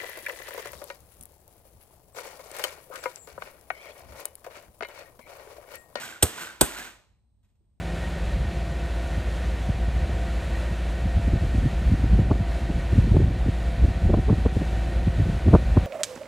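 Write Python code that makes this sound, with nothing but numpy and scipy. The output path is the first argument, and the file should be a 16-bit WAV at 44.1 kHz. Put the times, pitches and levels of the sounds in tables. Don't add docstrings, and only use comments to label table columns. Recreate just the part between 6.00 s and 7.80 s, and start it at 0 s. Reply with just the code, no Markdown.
import sys
import numpy as np
from scipy import signal
from scipy.fft import rfft, irfft, next_fast_len
from scipy.io import wavfile

SR = 44100
rng = np.random.default_rng(int(sys.argv[2]) if len(sys.argv) > 2 else 0)


def file_out(sig):
    cols = np.atleast_2d(sig).T
    lim = np.clip(cols, -1, 1)
    pcm = np.round(lim * 32767).astype(np.int16)
    wavfile.write(sys.argv[1], SR, pcm)


N = 79380
PRE = SR // 4

BLOW_TIMES = [.2251, .61]
# [crack level/dB before a 3.5 dB cut, clack f/Hz, clack level/dB, squeal swell/s,
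# steel level/dB, thud level/dB, boom level/dB, boom f/Hz, boom lag/s, knock level/dB, chatter length/s]
BLOWS = [(-11, 3400, -20.5, .001, -22.5, -25.5, -8, 80, .0095, -22.5, 0.0098),
         (-9, 3900, -16.5, .004, -16.5, -20, -14.5, 55, 0.015, -8, 0.0061)]


def blow(s, crack_db, clack_hz, clack_db, squeal_swell, steel_db, thud_db,
         boom_db, boom_hz, boom_lag, knock_db, chatter_s):
    contact = crack(s, crack_db, squeal_swell, chatter_s) + clack(s, clack_hz, clack_db)
    bench = thud(s, thud_db, chatter_s) + boom(s, boom_db, boom_hz, boom_lag) + knock(s, knock_db)
    return contact + steel(s, steel_db) + bench


# [f/Hz, relative level/dB per Hz]
CRACK_TONE = [(240, -22.5), (400, -10.5), (1000, -9.5), (2090, -17.5), (2800, -16), (3500, -12.5),
              (5110, -18.5), (7000, -15), (8200, -6), (9470, -7), (10500, -6), (11900, -13), (14600, -18.5),
              (16000, -23)]
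CRACK_T60_S, AFTER_DB, AFTER_T60_S = 0.0051, -13, 0.21
REBOUND_S, REBOUND_DB = 0.0024, -11
SQUEAL_HZ, SQUEAL_WIDTH_HZ, SQUEAL_DB = 8180, 170, -6


def crack(s, level_db, squeal_swell, chatter_s):
    noise = coloured(rng.standard_normal(PRE + N), CRACK_TONE)
    squeal = amp(SQUEAL_DB) * band(SQUEAL_HZ, SQUEAL_WIDTH_HZ)
    squeal = squeal * np.minimum(since(s) / squeal_swell, 1)
    chatter = burst(s, .0004, chatter_s, CRACK_T60_S)
    rebound = amp(REBOUND_DB) * burst(s + chatter_s + REBOUND_S, 0.00038, 0.0024, CRACK_T60_S)
    after = amp(AFTER_DB) * noise * burst(s, 0.0014, chatter_s, AFTER_T60_S)
    return amp(level_db - 3.5) * ((noise + squeal) * (chatter + rebound) + after)


CLACK_WIDTH_HZ, CLACK_T60_S, CLACK_TONE_DB = 300, 0.022, 1.5


def clack(s, hz, level_db):
    noise = amp(level_db) * band(hz, CLACK_WIDTH_HZ) * burst(s, .0008, 0.001, CLACK_T60_S)
    return noise + ring(hz, s, .0005, CLACK_T60_S, level_db + CLACK_TONE_DB)


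# [f/Hz, relative level/dB, t60/s]
STEEL = [(660, -11, .05), (990, -10, 0.12), (1262, -12, 0.14), (1540, -9, .09), (2495, -13, .07),
         (3530, -12, .09), (6616, -15, 0.12), (7565, -16, .13), (7975, -6, .06), (8230, -6, 0.09),
         (8880, -10, .11), (12200, -14, 0.06)]


def steel(s, level_db):
    total = 0
    for hz, level, t60 in STEEL:
        varied_hz = hz * (1 + .002 * rng.normal())
        total = total + ring(varied_hz, s, .0006, t60, level_db + level + rng.normal(0, 2))
    return total


# [f/Hz, relative level/dB per Hz]
THUD_TONE = [(35, -41), (55, -6.5), (100, -4), (180, 1.5), (300, -1), (550, -2), (1500, -11.5),
             (3000, -38.5)]
THUD_LAG_S, THUD_RISE_S, THUD_T60_S = 0.00067, 0.0034, 0.1


def thud(s, level_db, chatter_s):
    noise = coloured(rng.standard_normal(PRE + N), THUD_TONE)
    return amp(level_db) * noise * burst(s + THUD_LAG_S, THUD_RISE_S, chatter_s, THUD_T60_S)


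# [swell/s, t60/s]
BOOM_SHAPE = (0.0019, 0.059)
BOOM_SAG, BOOM_SAG_S = 0.54, 0.0022


def boom(s, level_db, hz, lag):
    return ring(hz, s + lag, *BOOM_SHAPE, level_db, BOOM_SAG, BOOM_SAG_S)


# [f/Hz, relative level/dB, t60/s]
KNOCK = [(179, -8.5, 0.025), (241.8, 0, 0.034), (315, -2.5, 0.035), (554, -7, 0.021)]
KNOCK_LAG_S, KNOCK_SWELL_S = .0045, .0012


def knock(s, level_db):
    return sum(ring(hz, s + KNOCK_LAG_S, KNOCK_SWELL_S, t60, level_db + level)
               for hz, level, t60 in KNOCK)


# [t/s, level/dB]
RATTLE_LEVEL = [(-.1, -55), (0, -37), (0.039, -39), (0.131, -45.5), (0.208, -54.5), (.24, -39.5),
                (0.349, -43), (0.418, -37), (0.499, -45), (0.591, -55.5), (.63, -36.5), (0.719, -41.5),
                (.8, -38.5), (0.872, -44.5), (.97, -60), (1.08, -72.5), (1.3, -96)]
# [f/Hz, relative level/dB per Hz]
RATTLE_TONE = [(60, -30.5), (100, -15.5), (220, -9), (500, -11.5), (1200, -8), (1500, -8.5), (1800, -7),
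               (2400, -9.5), (3400, -11), (4870, -17), (7940, -14.5), (10500, -17.5), (13200, -22),
               (15500, -24.5), (16200, -41.5)]
CONTACTS_PER_S, CONTACT_SCATTER_DB = 6300, 1
DULL_HZ, DULLING = 4000, 0.39


def rattle():
    scatter, strength = rng.standard_normal((2, PRE + N))
    touches = rng.random(PRE + N) < CONTACTS_PER_S / SR
    hits = touches * amp(CONTACT_SCATTER_DB * scatter) * strength
    s, db = np.transpose(RATTLE_LEVEL)
    level_db = np.interp((np.arange(PRE + N) - PRE) / SR, s, db)
    whole = coloured(hits, RATTLE_TONE)
    body = filtered(whole, lambda hz: 1 / (1 + (hz / DULL_HZ) ** 2))
    treble = (whole - body) * amp(DULLING * (level_db - db.max()))
    return amp(level_db) * (body + treble)


# [t/s, level/dB before a 7 dB lift, f/Hz]
TAPS = [(0.021, -36, 1430), (0.033, -29, 1536), (0.0614, -42, 1580), (0.088, -34.5, 1466),
        (0.1247, -33.5, 1556), (0.16, -36.5, 1445), (0.3776, -34, 1006), (0.3825, -29, 1475),
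        (0.409, -33.5, 1520), (0.417, -30.5, 1525), (0.428, -37.5, 1487), (0.433, -33, 1475),
        (0.445, -34.5, 1415), (0.4695, -33.5, 1535), (0.482, -37.5, 1394), (0.497, -36.5, 1551),
        (0.508, -37.5, 1490), (0.547, -43.5, 1471), (0.675, -35, 1044), (0.703, -32.5, 1419),
        (0.762, -30.5, 1460), (0.78, -36.5, 1502), (0.7994, -34, 1650), (0.818, -34, 1718),
        (0.8496, -38, 1462), (0.8728, -38.5, 1520)]


def taps():
    return sum(ring(hz, s, 0.0023, 0.025, db + 7) for s, db, hz in TAPS)


# [f/Hz, t/s, swell/s, t60/s, level/dB]
SWAY = (49, .68, .06, .7, -42)


def sway():
    return ring(*SWAY)


# [f/Hz, t/s, swell/s, t60/s, level/dB]
WHINE = (4055, .62, .2, 1.7, -72)


def whine():
    return ring(*WHINE)


# [f/Hz, t/s, swell/s, t60/s, level/dB]
BUMP = (350, 1.607, .003, .035, -59)


def bump():
    return ring(*BUMP)


# [t/s, level/dB, length/s]
RUSTLES = [(1.429, -79.5, 0.0069), (1.445, -82, 0.0077), (1.486, -85, 0.018), (1.553, -85, .003),
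           (1.642, -94, 0.0032)]


def rustles():
    noise = coloured(rng.standard_normal(PRE + N), RATTLE_TONE)
    return noise * sum(amp(db) * burst(s, .002, hold, 0.08) for s, db, hold in RUSTLES)


# [f/Hz, relative level/dB per Hz]
HUM_TONE = [(15, -50.5), (25, -18.5), (40, -2), (60, -0.5), (110, -7.5), (150, -18.5), (190, -14.5),
            (326, -30.5), (543, -34), (900, -36.5), (1600, -51.5), (4150, -48.5), (7480, -56),
            (8320, -40.5), (10000, -61), (15000, -71)]
HUM_DB = -65.5


def hum():
    return amp(HUM_DB) * paired(coloured(rng.standard_normal((2, N)), HUM_TONE))


# [f/Hz, t60/s]
ROOM = [(100, 0.081), (400, 0.65), (1500, 0.3), (5000, 0.5), (12000, 0.33)]
SIDE_SMEAR_S = 0.0025
BLOW_WET_DB, RATTLE_WET_DB, SMALL_WET_DB = -19.5, -8, -4


def placed(x, wet_db):
    hz, t, z = signal.stft(rng.standard_normal((2, SR * 3 // 4)), SR, nperseg=256)
    fade = amp(-60 * t / along(ROOM, hz)[:, None])
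    tail = signal.istft(z * fade, SR, nperseg=256)[1]
    tail = amp(wet_db) * tail / np.linalg.norm(tail[0])
    answer = np.pad(tail, ((0, 0), (300, 0)))
    smear = rng.standard_normal(200) * amp(-60 * np.arange(200) / SR / SIDE_SMEAR_S)
    answer[0, 0] = 1
    answer[1, :200] = (np.arange(200) == 0) * 0.93 + 0.26 * smear / np.linalg.norm(smear)
    return paired(signal.fftconvolve(x[None], answer, axes=1)[:, :PRE + N])


# [f/Hz, side over mid level/dB]
WIDTH = [(45, -5.5), (100, -10.5), (300, -5), (800, -5.5), (1500, -3.5), (2300, -3), (4000, -0.5),
         (5500, 0.5), (6900, -4.5), (7300, -25), (8400, -20), (8900, -4), (9700, 6.5), (10100, 31),
         (11200, 23), (11700, 1.5), (12300, -23.5), (13700, -27), (14200, 2), (14800, 23), (16000, 23)]
LEAN_DB = -0.86


def paired(pair):
    def shares(hz):
        angle = np.arctan(amp(along(WIDTH, hz)))
        return np.array([np.cos(angle), 1j * np.sin(angle)])
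    mid, side = filtered(pair, shares)
    return np.array([mid + side, mid - side]) * amp([[LEAN_DB / 2], [-LEAN_DB / 2]])


def ring(hz, s, swell, t60, db, sag=0, sag_s=1):
    t = since(s)
    level = amp(db - 60 * t / t60) * (1 - np.exp(-t / swell))
    bent_time = t + sag * sag_s * (1 - np.exp(-t / sag_s))
    return level * np.sin(2 * np.pi * hz * bent_time)


def burst(s, rise, hold, t60):
    t = since(s)
    return np.minimum(t / rise, 1) * amp(-60 * np.maximum(t - rise - hold, 0) / t60)


def band(centre_hz, width_hz):
    noise = rng.standard_normal(PRE + N)
    return unit(filtered(noise, lambda hz: 1 / (1 + ((hz - centre_hz) / width_hz) ** 2)))


def coloured(x, spectrum):
    return unit(filtered(x, lambda hz: amp(along(spectrum, hz))))


def filtered(x, response):
    m = next_fast_len(x.shape[-1] + 8192)
    return irfft(rfft(x, m) * response(np.fft.rfftfreq(m, 1 / SR)), m)[..., :x.shape[-1]]


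def along(points, hz):
    f, v = np.transpose(points)
    return np.interp(np.log(hz + 1), np.log(f + 1), v)


def since(s):
    return np.maximum((np.arange(PRE + N) - PRE) / SR - s, 0)


def unit(x):
    return x / np.sqrt(np.mean(x ** 2) + 1e-20)


def amp(db):
    return 10 ** (np.asarray(db) / 20)


def scene():
    out = sum(placed(blow(s, *row), BLOW_WET_DB) for s, row in zip(BLOW_TIMES, BLOWS))
    out = out + placed(rattle(), RATTLE_WET_DB)
    small = taps() + sway() + bump() + rustles()
    out = out + placed(small, SMALL_WET_DB) + whine()
    return out[:, PRE:] + hum()


CLIP_TOP = 1
BOTTOM_HZ, TOP_HZ = 37.7, 16200


def record(dry):
    rounded = dry / (1 + np.abs(dry / CLIP_TOP) ** 4) ** 0.27
    return filtered(rounded, lambda hz: (hz < TOP_HZ) / np.sqrt(1 + (BOTTOM_HZ / (hz + 1)) ** 4))


dry = scene()
out = record(dry)
file_out(out)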